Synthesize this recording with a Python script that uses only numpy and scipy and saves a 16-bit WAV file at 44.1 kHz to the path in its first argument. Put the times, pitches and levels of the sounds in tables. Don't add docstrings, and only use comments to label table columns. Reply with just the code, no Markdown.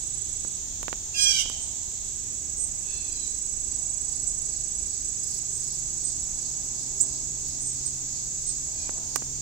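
import sys
import numpy as np
from scipy import signal
from scipy.fft import rfft, irfft, next_fast_len
from scipy.io import wavfile
from scipy.ndimage import uniform_filter1d, map_coordinates

SR = 44100
rng = np.random.default_rng(int(sys.argv[2]) if len(sys.argv) > 2 else 0)


def dump_mix(stems):
    frames = np.atleast_2d(stems).T
    limited = np.clip(frames, -1, 1)
    pcm = np.round(limited * 32767).astype(np.int16)
    wavfile.write(sys.argv[1], SR, pcm)


N = 414981
TIME = np.arange(N) / SR


def amp(db):
    return 10 ** (np.asarray(db) / 20)


def unit(x):
    return x / np.sqrt(np.mean(x ** 2) + 1e-20)


def since(start):
    return np.maximum(TIME - start, 0)


def along(points, hz):
    point_hz, value = np.transpose(points)
    return np.interp(np.log(hz + 1), np.log(point_hz + 1), value)


def curves(rows):
    seconds, *columns = np.transpose(rows)
    return [np.interp(TIME, seconds, column) for column in columns]


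def wobble(rate):
    knots = rng.standard_normal(int(N * rate / SR) + 4)
    fine = np.linspace(0, len(knots) - 1, 10 * len(knots))
    smooth = map_coordinates(knots, [fine], order=2)
    return np.interp(TIME * rate, fine, smooth)


def filtered(x, response):
    size = next_fast_len(N + 8192)
    spectrum = rfft(x, size) * response(np.fft.rfftfreq(size, 1 / SR))
    return irfft(spectrum, size)[..., :N]


def pan(lean_db):
    gains = amp(np.array([lean_db, -np.asarray(lean_db)]) / 2).reshape(2, -1)
    return gains / np.sqrt(np.mean(gains ** 2, axis=0))


def rush(colour, alike):
    middle, side = rng.standard_normal((2, N))
    turn = np.arccos(np.clip(alike, -1, 1)) / 2
    pair = np.cos(turn) * middle + np.sin(turn) * np.array([side, -side])
    closed = [(colour[0][0] / 2, -120), *colour, (colour[-1][0] * 2, -120)]
    return unit(filtered(pair, lambda hz: amp(along(closed, hz))))


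def wavering(hz, db):
    level = amp(db + 2.8 * wobble(4))
    return level * np.sin(2 * np.pi * hz * TIME + hz / 300 * wobble(22))


# frequency in Hz, time to fade by 60 dB in seconds.
YARD_FADE = [(200, 0.32), (2500, 0.7), (5000, 0.88), (8000, 0.51), (15000, 0.21)]


def yard(x):
    hz, t, cells = signal.stft(rng.standard_normal((2, SR)), SR, nperseg=256)
    fade = amp(-60 * t / along(YARD_FADE, hz)[:, None])
    tail = signal.istft(cells * fade, SR, nperseg=256)[1]
    return signal.oaconvolve(x[None], tail / np.linalg.norm(tail[0]), axes=1)[:, :N]


def foliage(x, t60):
    t = np.arange(SR // 8) / SR
    tail = rng.standard_normal((2, len(t))) * amp(-60 * t / t60)
    return signal.oaconvolve(x[None], tail / np.linalg.norm(tail[0]), axes=1)[:, :N]


LEFT_LAG_S = .00045


def from_right(x):
    return np.array([np.roll(x, round(LEFT_LAG_S * SR)), x])


# frequency in Hz, relative level in dB per Hz.
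RUMBLE_COLOUR = [(12, -26), (20, 3), (70, -1.5), (97, -6), (128, -10.5), (178, -29), (200, -24.5),
                 (260, -38), (440, -120)]
TRAFFIC_COLOUR = [(80, -41), (150, 5), (300, -2.5), (420, -2), (560, -14), (1000, -39)]
BREEZE_COLOUR = [(400, -12.5), (650, -1.5), (900, -1), (1300, -15.5), (2200, -23)]
HISS_COLOUR = [(500, -1.5), (1500, -3), (2500, 1), (4000, -1.5), (11000, -7.5), (15700, -7)]
# time in seconds, level in dB before a small lift.
BREEZE_COURSE = [(0.0, -66), (0.29, -67), (1.67, -59), (2.1, -67.5), (2.78, -63.5), (3.56, -67),
                 (3.82, -62), (5.16, -66.5), (7.08, -59.5), (7.28, -62.5), (8.57, -66), (8.99, -55),
                 (9.23, -63.5), (9.41, -66)]
# frequency in Hz, relative level in dB.
MOTOR_TONES = [(270, -0.5), (312, -0.5), (385, -3.5)]
RUMBLE_DB, TRAFFIC_DB = -46.5, -55.5
BASS_ALIKE = .83
PASS_S, PASS_WIDTH_S, PASS_DB = 7.28, 0.35, -59.5
WHINE_HZ, WHINE_DB, WHINE_GROWS = 645, -68.5, 1.63


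def air(breeze_lift_db=0.75, motors_db=-68, passing_motor_db=-1.5):
    rumble_db = RUMBLE_DB + 0.27 * wobble(1.48) + .5 * wobble(9.8)
    rumble = amp(rumble_db) * rush(RUMBLE_COLOUR, alike=BASS_ALIKE)

    passing = amp(PASS_DB) / np.hypot(1, (TIME - PASS_S) / PASS_WIDTH_S)
    road = np.hypot(amp(TRAFFIC_DB), passing) * rush(TRAFFIC_COLOUR, alike=0.78)
    motor_level = amp(motors_db) + amp(passing_motor_db) * passing
    motors = motor_level * sum(wavering(hz, db) for hz, db in MOTOR_TONES)

    breeze_db, = curves(BREEZE_COURSE)
    breeze = amp(breeze_db + breeze_lift_db) * rush(BREEZE_COLOUR, alike=0.68) * pan(2.5)
    whine = wavering(WHINE_HZ, WHINE_DB + WHINE_GROWS * (breeze_db - breeze_db.mean()))
    hiss = amp(-54.0) * rush(HISS_COLOUR, alike=0.012) * pan(-1.1)
    return rumble + road + motors + breeze + whine + hiss


# time in seconds, level in dB before a small gain.
ENGINE_COURSE = [(0.0, -59), (0.81, -58), (3.67, -64.5), (4.19, -57.5), (5.37, -57.5), (5.84, -52.5),
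                 (7.65, -50.5), (8.41, -55), (9.41, -47.5)]
# multiple of the firing rate, relative level in dB.
ENGINE_TONES = [(1, -7.5), (2, 3), (3, -12), (4, -7), (5, -20.5), (6, -23)]


def engine(firing_hz=66.44, gain_db=1.0):
    phase = 2 * np.pi * np.cumsum(firing_hz * (1 + 0.00609 * wobble(2))) / SR
    hum = sum(amp(db + 2.3 * wobble(2)) * np.sin(k * phase) for k, db in ENGINE_TONES)
    level_db, = curves(ENGINE_COURSE)
    return unit(hum) * amp(level_db + gain_db)


# time in seconds, level in dB before a small lift.
CHORUS_COURSE = [(0, -36), (1, -36), (2.6, -36), (6.5, -34), (9.41, -34.5)]
# frequency in Hz, relative level in dB per Hz.
CHORUS_BAND = [(3400, -23), (4400, -20), (5300, -10), (5850, -4), (6150, 0.5), (6800, 3.5), (7450, 0.5),
               (7750, -6), (8050, -9), (8400, -14), (8800, -21.5), (9800, -26), (10700, -36.5),
               (15000, -35)]
# frequency in Hz, left-minus-right dB on top of the overall lean.
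CHORUS_SIDES = [(4000, 2.5), (6000, 7.5), (6800, -2), (7400, 2.5), (8200, -5.5), (9500, -25), (11000, -3)]
CHORUS_LEAN_DB = -6.5


def chorus(flutter=0.052, lift_db=2):
    level_db, = curves(CHORUS_COURSE)
    noise = rush(CHORUS_BAND, alike=0.011)
    band = unit(filtered(noise, lambda hz: pan(along(CHORUS_SIDES, hz))))
    fluttering = 1 + flutter * np.sin(2 * np.pi * 41 * TIME + wobble(2.0))
    return band * fluttering * amp(level_db + lift_db) * pan(CHORUS_LEAN_DB)


# pitch in Hz, wing strokes a second, level in dB, left-minus-right dB.
FAR_CRICKETS = [(6160, 38, -49, 14), (7520, 34, -44.5, -19), (8050, 25, -52, -22)]


def singers(spread_hz=70):
    out = np.zeros((2, N))
    for hz, strokes, db, lean_db in FAR_CRICKETS:
        stroke = 1 + np.sin(2 * np.pi * strokes * TIME + wobble(1.996))
        phase = 2 * np.pi * np.cumsum(hz + spread_hz * wobble(200)) / SR
        tone = unit(stroke * np.sin(phase))
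        out += unit(foliage(tone, t60=0.11)) * amp(db + wobble(1.5)) * pan(lean_db)
    return out


# frequency in Hz, relative level in dB per Hz.
GRINDER_COLOUR = [(2800, -33), (3600, -5), (4500, 6), (5400, 9.5), (6500, -9), (9000, 0), (12000, -35)]
THROBBER_COLOUR = [(2400, -17), (3300, 1.5), (4200, 3.5), (5200, -6), (7000, -22)]
CREST_S, SWELL_HZ, QUICKEN_HZ_PER_S = 3.303, 2.29, .155
GRINDER_DB, GRINDER_START_S, GRINDER_RISE_S = -42, 2.66, 1.83
THROBBER_DB, THROBBER_STOP_S, THROBBER_FADE_DB_PER_S = -54, 2.1, 28


def cicadas(trough_db=-9, throb_db=0.5):
    t = TIME - CREST_S
    cycle = SWELL_HZ * t + QUICKEN_HZ_PER_S * t ** 2 / 2
    effort = 1 - np.exp(-since(GRINDER_START_S) / GRINDER_RISE_S)
    swell = effort * amp(GRINDER_DB + trough_db * np.abs(np.sin(np.pi * cycle)))
    grinder = swell * rush(GRINDER_COLOUR, alike=0.13) * pan(-6.5)

    fading_db = THROBBER_DB - THROBBER_FADE_DB_PER_S * since(THROBBER_STOP_S)
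    throb = amp(fading_db + throb_db * np.sin(2 * np.pi * 7.3 * TIME))
    return grinder + throb * rush(THROBBER_COLOUR, alike=0.11) * pan(0.26)


# start in seconds, length in seconds, level in dB.
LEAF_RUSTLES = [(5.03, .03, -58), (5.23, .02, -43), (5.22, 0.21, -42.5), (5.4, 0.49, -47),
                (6.63, 0.043, -43), (6.986, .04, -36), (7.478, .012, -38)]


def rustles(crackle_db=4):
    envelope = sum(amp(db) * np.sin(np.pi * np.clip((TIME - s) / length, 0, 1))
                   for s, length, db in LEAF_RUSTLES)
    noise = rush([(5000, 8), (9000, -2), (15000, -13)], alike=.2)
    grains = unit(amp(crackle_db * wobble(540)) * noise)
    return envelope * grains * pan(-9)


# start in seconds, length in seconds, start pitch in Hz, end pitch in Hz,
# level in dB, bend (1 is a straight sweep, more sweeps early).
SQUEAK_AND_THIN_CALLS = [(1.13, 0.033, 2600, 2820, -35, 0.95), (1.55, 0.14, 8700, 7900, -37.5, 1.1),
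                         (2.549, .14, 8300, 8280, -29, 1), (4.256, 0.044, 5180, 8200, -25.5, 3.2),
                         (5.499, 0.1, 8610, 8270, -33.5, 0.96), (6.02, .1, 8280, 8060, -26.5, 1.2),
                         (6.995, 0.031, 5600, 8210, -14.5, 2.4), (7.595, 0.076, 8620, 8400, -32, 0.98),
                         (7.639, 0.08, 8430, 8330, -26, 0.94), (7.835, 0.06, 8530, 7830, -28, 0.85),
                         (8.45, 0.061, 8070, 8240, -27, 1.6)]


def chirps(overtone_db=-30):
    song, waver_hz = np.zeros(N), 35 * wobble(250)
    for s, length, start_hz, end_hz, db, bend in SQUEAK_AND_THIN_CALLS:
        on = (TIME > s) & (TIME < s + length)
        u = (TIME[on] - s) / length
        hz = end_hz + (start_hz - end_hz) * (1 - u) ** bend + waver_hz[on]
        phase = 2 * np.pi * np.cumsum(hz) / SR
        tone = np.sin(phase) + amp(overtone_db) * np.sin(2 * phase)
        song[on] += amp(db) * np.sin(np.pi * u) ** 2 * tone
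    return (song + amp(1) * foliage(song, t60=0.14) + amp(-7) * yard(song)) * pan(-17.0)


# start in seconds, end in seconds, settled pitch in Hz.
CRICKET_BOUTS = [(-.019, .58, 7920), (1.481, 9.0, 7819)]
# time in seconds, tone level in dB, left-minus-right dB.
CRICKET_COURSE = [(0, -39, -20), (1.5, -44.5, -13), (3.7, -36, -18), (6.2, -40.5, -11), (8, -45.5, -1),
                  (9, -41.5, -1)]
STROKE_HZ = 27
COLD_FLAT_HZ, WARM_UP_S = 98.7, 0.83


def cricket(scatter_db=-1, droop_hz=1300):
    level_db, lean_db = curves(CRICKET_COURSE)
    stroke, pitch_hz = np.zeros((2, N))
    for start, end, settled_hz in CRICKET_BOUTS:
        on = (TIME > start) & (TIME < end)
        age = TIME[on] - start
        stroke[on] = age * STROKE_HZ % 1
        pitch_hz[on] = settled_hz - COLD_FLAT_HZ * np.exp(-age / WARM_UP_S)
    swell = np.abs(np.cos(np.pi * (stroke - .44))) ** 1.72
    hz = pitch_hz - droop_hz * np.maximum(stroke - .3, 0) ** 2 + 30 * wobble(400)
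    song = unit(swell * np.sin(2 * np.pi * np.cumsum(hz) / SR))
    tone = amp(level_db + wobble(27)) * song
    scatter = foliage(tone, t60=0.074)
    scatter *= np.std(tone) / np.std(scatter, axis=1, keepdims=True)
    return (tone + amp(scatter_db) * scatter) * pan(lean_db)


# time in seconds, knock strength in dB before a later gain, snap strength in dB.
CAMERA_CLICKS = [(.449, -20.5, -56), (0.8302, -22, -13.5), (.882, -10, -38), (.929, -10, -38),
                 (1.459, -21, -56), (1.4996, -22, -14.5), (8.894, -15.5, -38), (8.9856, -24, -52),
                 (9.1598, -21, 0), (9.1623, -20, -8.5), (9.222, -18, -48)]


def clicks(push_s=0.00027, softening=0.64, shell_hz=7900, shell_t60=0.0012, body_hz=1050, body_db=-17):
    out, t = np.zeros(N), np.arange(SR // 50) / SR
    snap = np.sin(2 * np.pi * shell_hz * t) * amp(-60 * t / shell_t60)
    snap -= np.sin(2 * np.pi * body_hz * t) * amp(body_db - 60 * t / 0.0087)
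    for s, knock_db, snap_db in CAMERA_CLICKS:
        u = t / (push_s * amp(-softening * (knock_db + 13.0)))
        onset = 1 - np.exp(-u / (0.19 * amp(-softening * knock_db)))
        push = (1 - u) * np.exp(-u) * onset
        grit = 0.31 * uniform_filter1d(rng.standard_normal(len(t)), size=2) * amp(-60 * t / 0.0038)
        out[round(s * SR):][:len(t)] += amp(snap_db) * (snap + grit) - amp(knock_db + 7.5) * push
    return (from_right(out) + amp(-16) * foliage(out, t60=0.058)) * pan(-45)


BEAK_HZ = 2600


def syrinx(t, pitch_hz, rough, bright_db, throat, rasp=0.033):
    def jitter(rate):
        return np.interp(t * rate, np.arange(SR // 20), rng.standard_normal(SR // 20))

    shake = 0.0039 * jitter(118.3) + rasp * rough * jitter(700)
    phase = 2 * np.pi * np.cumsum(pitch_hz * (1 + shake)) / SR
    k = np.arange(1, 19)[:, None]
    octaves_above = np.log2(np.maximum(k * (pitch_hz / BEAK_HZ), 1))
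    flicker_db = 2.8 * np.array([jitter(77.2) for _ in k])
    harmonics = amp(along(throat, k * pitch_hz) + bright_db * octaves_above + flicker_db)
    return np.sum(harmonics * np.sin(k * phase), axis=0) / np.linalg.norm(harmonics, axis=0)


MEW_ATTACK_S, MEW_RELEASE_S, MEW_SAG_DB_PER_S = 0.087, 0.027, 33.5
MEW_FALL_POWER = 2.5
MEW_ROUGHENS, MEW_OPENS_DB = 0.83, 3


def mew(start, length, hz, fall, db, rough, bright_db, throat, second_pitch=.94, second_db=-24):
    on = (TIME > start) & (TIME < start + length)
    t = TIME[on] - start
    slack = (t / length) ** MEW_FALL_POWER
    pitch_hz = hz * (1 - fall * slack)
    rough = np.clip(rough + MEW_ROUGHENS * slack, 0, .9)
    bright_db = bright_db + MEW_OPENS_DB * t / length
    envelope = np.minimum(t / MEW_ATTACK_S, 1) * np.minimum((length - t) / MEW_RELEASE_S, 1)
    envelope *= amp(db + 4 - MEW_SAG_DB_PER_S * np.maximum(t - MEW_ATTACK_S, 0))
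    first = syrinx(t, pitch_hz, rough, bright_db, throat)
    second = syrinx(t, pitch_hz * second_pitch, rough / 2, bright_db, throat)
    voice = np.zeros(N)
    voice[on] = envelope * (first + amp(second_db * (1 - rough)) * second)
    return voice


# start in seconds, length in seconds, pitch in Hz, share by which it falls,
# level in dB before a 4 dB lift, roughness at the start from 0 to 1,
# brightness at the start in dB an octave, place.
MEW_CALLS = [ (1.134, .3, 820.6, 0.1, -22.5, 0.18, -2, "hedge"),
             (2.812, .3, 896, .07, -49.5, .85, -13, "far"),
             (3.059, .23, 817.5, .05, -46.5, 0.23, -0.5, "far"),
             (8.71, 0.178, 815, 0.022, -55, 0.27, -31, "far")]
# frequency in Hz, relative gain in dB.
NEAR_THROAT = [(800, -42), (1640, -23.5), (2450, -13.5), (2850, 0), (3270, 0.5), (4100, -17), (4900, -8),
               (5750, -3), (6550, -6), (7400, -12.5), (8200, -1.5), (9000, -28.5), (11500, -24.5),
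               (15000, -39)]
DISTANT_THROAT = [(800, -51), (1700, -22.5), (2650, -9.5), (3400, -6.5), (4050, 6), (4500, 0), (4900, 2),
                  (7000, -14), (10000, -35)]


def mewing():
    near = sum(mew(*call, NEAR_THROAT) for *call, place in MEW_CALLS if place == "hedge")
    far = sum(mew(*call, DISTANT_THROAT) for *call, place in MEW_CALLS if place == "far")
    direct = amp(-1.0) * from_right(near)
    hedge = (direct + amp(1.0) * foliage(near, t60=0.083) + amp(-6.5) * yard(near)) * pan(-10)
    return hedge + amp(-1) * foliage(far, t60=0.091) + amp(-3.5) * yard(far)


def scene():
    background = air() + engine()
    insects = chorus() + singers() + cicadas() + cricket()
    return background + insects + rustles() + chirps() + clicks() + mewing()


TOP_HZ = 15780


def record(dry):
    return filtered(np.clip(dry, -1, 1), lambda hz: hz < TOP_HZ)


dry = scene()
out = record(dry)
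dump_mix(out)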